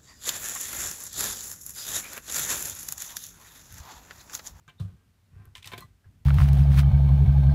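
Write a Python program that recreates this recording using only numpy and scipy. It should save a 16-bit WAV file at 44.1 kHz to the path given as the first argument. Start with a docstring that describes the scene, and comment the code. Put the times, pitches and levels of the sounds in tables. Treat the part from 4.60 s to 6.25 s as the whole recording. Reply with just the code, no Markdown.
"""A small dog paws at a wooden drawer unit in a quiet carpeted room.
Over a low rumble a paw lands: the loose front knocks and squeaks, then the drawer bumps its stop
with a hollow boom and its contents rattle. It rolls out on gritty runners. From about one second
claws tick and scrape over the front, the panel knocks again and the metal handle clinks.
The drawer rumbles on a little, with a roller's tick and a few soft jolts."""
import sys
import numpy as np
from scipy import signal
from scipy.fft import rfft, irfft, next_fast_len
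from scipy.io import wavfile

SR = 44100
rng = np.random.default_rng(int(sys.argv[2]) if len(sys.argv) > 2 else 0)


def int16_out(signal):
    """Quantize to a 16-bit WAV file."""
    q = np.round(np.clip(np.atleast_2d(signal).T, -1, 1) * 32767)
    wavfile.write(sys.argv[1], SR, q.astype(np.int16))


N = 72765
TIME = np.arange(N) / SR


def from_db(db):
    return 10 ** (np.asarray(db) / 20)


def stroke(curve):
    """Gain of one movement from (s, dB) points: silent before the first and after the last."""
    return from_db(np.interp(TIME, *np.transpose(curve), left=-np.inf, right=-np.inf))


def unit(x):
    """Scale to energy 1."""
    return x / np.sqrt(np.sum(x ** 2) + 1e-20)


def add(out, s, sound):
    """Mix a sound in at s seconds."""
    start = int(s * SR)
    out[start:start + len(sound)] += sound[:N - start]


def coloured(x, points):
    """Causal (minimum-phase) EQ through (Hz, dB) points."""
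    size = 2 * next_fast_len(len(x))
    hz, db = np.transpose(points)
    grid_hz = np.maximum(np.arange(size // 2 + 1) * SR / size, 1)
    gain = from_db(np.interp(np.log(grid_hz), np.log(hz), db))
    cepstrum = irfft(np.log(gain))
    cepstrum[1:size // 2] *= 2
    cepstrum[size // 2 + 1:] = 0
    return irfft(rfft(x, size) * np.exp(rfft(cepstrum)))[:len(x)]


def peaked(x, hz, db, octaves):
    """One resonance, set by the spot that is struck."""
    return coloured(x, [(hz / 2 ** octaves, 0), (hz, db), (hz * 2 ** octaves, 0)])


def passed(x, hz, kind):
    """Second-order low- or high-pass."""
    return signal.sosfilt(signal.butter(2, hz, kind, fs=SR, output="sos"), x)


def ring(modes, t=TIME):
    """A struck body's decaying sines from (Hz, dB, t60 s) rows, neighbours in opposite polarity."""
    return sum((-1) ** k * from_db(db - 60 * t / t60) * np.sin(2 * np.pi * hz * t)
               for k, (hz, db, t60) in enumerate(modes))


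def panel_ring(size=N // 5, spread_db=2.0):
    """The drawer front rings, struck a little differently each time."""
    # The panel's modes. Each row: pitch in Hz, level in dB, t60 in seconds.
    modes = [(238.5, -8, 0.099), (367, -6.5, 0.17), (449, -14.5, .16), (703.7, -8.5, 0.2), (847, -15, 0.18),
             (1029.6, -3.5, 0.11), (1179, -20.5, 0.34), (1500, -18, 0.24), (1590, -4.5, 0.1),
             (1780, -15, 0.13), (2090, -16, 0.14), (2340, -8, 0.095), (2650, -15.5, 0.14),
             (3015, -9.5, 0.062), (3214, -10, 0.056), (3620, -10.5, 0.047)]
    return ring([(hz, db + rng.normal(0, spread_db), t60) for hz, db, t60 in modes], TIME[:size])


def contact(crack_t60, crack_db):
    """A sharp click and a short crack of dense resonances; energy 1."""
    t = TIME[:N // 5]
    out = from_db(crack_db) * unit(rng.standard_normal(len(t)) * from_db(-60 * t / crack_t60))
    out[0] = 1
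    return unit(out)


def reflections(t60):
    """Dense reflections that build up quickly and die away; energy 1."""
    t = TIME[:N // 5]
    build_up = 1 - np.exp(-t / 0.00066)
    return unit(rng.standard_normal(len(t)) * from_db(-60 * t / t60) * build_up)


def noise(colour):
    """Smooth noise of rms 1."""
    return unit(coloured(rng.standard_normal(N), colour)) * np.sqrt(N)


def grit(colour, per_s, spread_db):
    """Dense tiny slips of uneven size; rms 1."""
    slips = (rng.random(N) < per_s / SR) * rng.choice([-1, 1], N)
    sizes = from_db(spread_db * np.minimum(rng.exponential(1, N), 4))
    return unit(coloured(slips * sizes, colour)) * np.sqrt(N)


def room_tone():
    """A faint bed of hiss and rumble, its level set above the bass."""
    # The bed's EQ. Each row: frequency in Hz, gain in dB.
    colour = [(15, -45), (25, -24), (37, -38), (101, -11), (202, -21.5), (621, -26.5), (1500, -28),
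              (15000, -39.5)]
    air = noise(colour)
    return from_db(-74) * air / np.std(passed(air, 255, "high"))


def drawer_rumble():
    """The rolling drawer gives a low rumble that swells and sinks."""
    # The rumble's fader. Each row: time in seconds, level in dB.
    fader = [(0, -58.5), (.05, -69), (.33, -53.5), (.4, -70.5), (.47, -61), (.56, -65), (.7, -65.5),
             (.75, -55.5), (.9, -62), (1.1, -64), (1.25, -53), (1.34, -62), (1.42, -69.5), (1.5, -56.5),
             (1.65, -60)]
    # Its bass-heavy EQ. Each row: frequency in Hz, gain in dB.
    colour = [(25, -47), (45, 3), (70, -4), (98, 1), (130, -9), (190, -10.5), (280, -18), (420, -31),
              (700, -58.5)]
    return from_db(np.interp(TIME, *np.transpose(fader))) * noise(colour)


def squeaks(waver_hz=152):
    """Parts stick and slip: each squeak swells and fades on a wavering pitch."""
    # Each row: start in seconds, length in seconds, pitch in Hz, level in dB.
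    chirps = [(.087, 0.025, 3000, -56), (0.178, 0.044, 3600, -60), (.188, 0.038, 4000, -60),
              (.078, 0.01, 1280, -52)]
    out = np.zeros(N)
    for s, length, hz, db in chirps:
        waver = passed(rng.standard_normal(N), 280, "low")
        pitch = hz + waver_hz * waver / waver.std()
        swell = np.sin(np.pi * np.minimum(TIME / length, 1))
        add(out, s, from_db(db) * swell * np.sin(2 * np.pi * np.cumsum(pitch) / SR))
    return out


def paw_pad(start_s=.079, hz=147, db=-49, t60=0.11):
    """The soft pad lands on the drawer with one low thud."""
    out = np.zeros(N)
    add(out, start_s, ring([(hz, db, t60)]))
    return out


def panel_knocks(room_db=-6.5):
    """The loose front knocks in its frame: a woody crack, a short room tail and ringing modes."""
    # Each row: start in seconds, then level, bass, treble and ring in dB, resonance in Hz.
    knocks = [(0.079, -27, -14.5, -6, -27.5, 1250), (0.0854, -25, -8.5, -1.5, -26, 2920),
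              (.094, -21, -16, -1, -40.5, 2970), (1.118, -9, -5.5, -3, -37.5, 2250),
              (1.124, -11, -8, 4, -40, 1850), (1.1338, -10.5, 0, 4, -28.5, 3620),
              (1.1382, -10, 1, -3.5, -49, 2250), (1.1425, -22.5, 2, 4, -41, 1410),
              (1.1796, -11.5, 4.5, 13.5, -37, 3300), (1.187, -18.5, 6, 11.5, -35, 1610)]
    # The wood's tone. Each row: frequency in Hz, gain in dB.
    colour = [(60, -6), (150, 4), (380, -1), (560, 1.5), (860, -3), (1100, -4.5), (2200, -1), (2800, -6.5),
              (3700, -3), (5200, -16.5), (9000, -22), (15000, -22.5)]
    out = np.zeros(N)
    for s, db, bass_db, treble_db, ring_db, hz in knocks:
        crack = contact(crack_t60=0.044, crack_db=8.5) + from_db(room_db) * reflections(t60=0.26)
        knock = peaked(coloured(crack, colour), hz, db=10, octaves=0.13)
        knock += from_db(ring_db) * panel_ring()
        shelves = [(350, bass_db), (800, 0.0038), (3200, 0.012), (8000, treble_db)]
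        add(out, s, from_db(db) * coloured(knock, shelves))
    return out


def claw_ticks(tail_db=-4, ring_db=-38, edge_s=0.96):
    """Hard claw tips catch on the drawer, each spot with its own pitch."""
    # Each row: start in seconds, level in dB, treble in dB, resonance in Hz, its height in dB.
    ticks = [(.0795, -26, -2, 6940, 11.5), (0.855, -36, 12, 11900, 15), (0.953, -7, -13, 2950, 5.5),
             (.957, -17.5, -5, 2100, 9), (0.9712, -19.5, 3, 3800, 6), (0.9804, -14.5, -4, 2500, 5),
             (1.0253, -20.5, -15, 2230, 12), (1.0286, -17.5, 4, 3600, 9), (1.0444, -11, -5, 2810, 9.5),
             (1.0557, -12.5, -11, 4040, 9.5), (1.0595, -20, 15.5, 4240, 9), (1.0643, -16, 7, 704, 22),
             (1.0742, -4.5, 3, 3660, 2), (1.178, -17.5, 6, 2280, 8.5), (1.2068, -31, 28.5, 12900, 4.5)]
    # The ticks' bright EQ. Each row: frequency in Hz, gain in dB.
    colour = [(200, -29.5), (750, -32), (1030, -11.5), (1400, -20.5), (1900, -5), (2500, -6.5),
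              (3600, -5.5), (5200, -11), (8000, -12.5), (11000, -18), (15000, -23)]
    # The drawer's edge, rung by the first firm strike. Each row: pitch in Hz, level in dB, t60 in seconds.
    edge_modes = [(1017, -52.5, 0.08), (1770, -51, 0.067), (2070, -49.5, .06)]
    out = np.zeros(N)
    for s, db, treble_db, hz, peak_db in ticks:
        click = coloured(contact(crack_t60=.014, crack_db=0), [(4000, 0), (12000, treble_db)])
        tail = from_db(tail_db) * reflections(t60=0.14) + from_db(ring_db) * panel_ring()
        tick = coloured(click + tail, colour)
        add(out, s, from_db(db) * peaked(tick, hz, peak_db, octaves=.45))
    add(out, edge_s, ring(edge_modes))
    return out


def drawer_stop(stop_s=.1975, rattle_s=.205, rattle_t60=0.48):
    """The drawer hits its stop: it clacks, rings the front and shakes the contents."""
    # The tone of clack and rattle. Each row: frequency in Hz, gain in dB.
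    colour = [(200, 2.5), (360, 8), (550, 1), (870, -6.5), (1100, 1.5), (1600, -5), (2000, -16.5),
              (3400, -6.5), (5000, -13.5), (9000, -16.5), (15000, -21)]
    out = np.zeros(N)
    add(out, stop_s, from_db(-12.5) * coloured(reflections(t60=0.13), colour))
    add(out, stop_s, from_db(-49) * passed(panel_ring(), 810, "low"))
    rattle = grit(colour, per_s=2700, spread_db=2.5)
    add(out, rattle_s, from_db(-56.5 - 60 * TIME / rattle_t60) * rattle)
    return out


def cabinet_booms():
    """Bumps and jolts set the hollow cabinet booming; softer contacts sound duller."""
    # Each row: start in seconds, level in dB, contact cut-off in Hz.
    bumps = [(0.2006, -17.5, 506), (0.2412, -25.5, 504), (0.3187, -41.5, 178), (0.343, -42, 174),
             (0.7199, -34.5, 91), (0.7521, -30, 91.5), (0.7934, -39, 500), (0.863, -24, 47),
             (0.9692, -31.5, 51.3), (1.0531, -38.5, 179), (1.123, -37.5, 497), (1.1503, -39.5, 178),
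             (1.178, -37.5, 470), (1.237, -42, 182), (1.4543, -26, 47.7), (1.4782, -32.5, 49.3),
             (1.548, -35.5, 48.5), (1.598, -33, 48)]
    # The cabinet's modes. Each row: pitch in Hz, level in dB, t60 in seconds.
    modes = [(68.4, -21, 0.31), (96.4, 0, 0.15), (103.13, 0, 0.11), (138.8, -5, 0.15), (136.2, -0.5, .11),
             (169.6, -6, 0.074), (180.2, -23, 0.355), (258, -34.5, 0.25)]
    out, boom = np.zeros(N), ring(modes)
    for s, db, cut_hz in bumps:
        add(out, s, from_db(db) * passed(boom, cut_hz, "low"))
    return out


def runners(ring_db=-6, notch_s=1.444):
    """The runners catch in small slips that ring the wood, and a roller ticks over a notch."""
    # The rub's fader. Each row: time in seconds, level in dB.
    fader = [(.25, -72), (.295, -67), (.35, -78.5), (.45, -74.5), (.55, -94), (.69, -90), (.74, -66.5),
             (.82, -62.5), (.86, -65), (.92, -76), (1.3, -77.5), (1.38, -94), (1.438, -80), (1.455, -64.5),
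             (1.5, -83)]
    # Its EQ. Each row: frequency in Hz, gain in dB.
    colour = [(150, 9), (420, 4.5), (560, -3.5), (1150, -0.5), (1900, -0.5), (2700, -9), (4000, -19.5),
              (12000, -31)]
    slips = grit(colour, per_s=700, spread_db=1.6)
    wood = signal.fftconvolve(slips, unit(panel_ring()))[:N]
    out = stroke(fader) * (slips + from_db(ring_db) * wood / wood.std())
    add(out, notch_s, ring([(1660, -57, .035)]))
    return out


def claw_scrape():
    """Between catches the claws drag over the wood with a fine grain."""
    # The drag's fader. Each row: time in seconds, level in dB.
    fader = [(.95, -62), (.965, -61.5), (.99, -65), (1.02, -77), (1.05, -65), (1.068, -53), (1.1, -58.5),
             (1.125, -57.5), (1.165, -71), (1.185, -68), (1.218, -57.5), (1.26, -77), (1.3, -90)]
    # Its EQ. Each row: frequency in Hz, gain in dB.
    colour = [(200, 3.5), (700, 7), (1500, 9), (3500, -5.5), (5500, 1.5), (9000, -4), (15000, -8)]
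    return stroke(fader) * grit(colour, per_s=3000, spread_db=3.5)


def handle_clinks(attack_s=0.0023, free_s=.03, damping_db_per_s=300):
    """The metal handle drops back, clinks, lands again with a duller blow and is damped at rest."""
    # Each row: start in seconds, level in dB, contact cut-off in Hz.
    clinks = [(1.207, -54, 9000), (1.2215, -42.5, 2070)]
    # The metal's modes. Each row: pitch in Hz, level in dB, t60 in seconds.
    modes = [(1059, 4, 0.073), (1182, -5, 0.11), (1980, -8.5, 0.16), (4110, -7.5, 0.14),
             (4160, 12.5, 0.028)]
    metal = ring(modes) * (1 - np.exp(-TIME / attack_s))
    metal *= from_db(-damping_db_per_s * np.maximum(TIME - free_s, 0))
    out = np.zeros(N)
    for s, db, cut_hz in clinks:
        add(out, s, from_db(db) * passed(metal, cut_hz, "low"))
    return out


def scene():
    """All layers in one mono mix."""
    return (room_tone() + drawer_rumble() + squeaks() + paw_pad() + panel_knocks() + claw_ticks()
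            + drawer_stop() + cabinet_booms() + runners() + claw_scrape() + handle_clinks())[None]


def record(dry):
    """The top is cut steeply above 15.5 kHz."""
    return signal.sosfilt(signal.ellip(10, .2, 70, 15500, fs=SR, output="sos"), dry)


dry = scene()
out = record(dry)
int16_out(out)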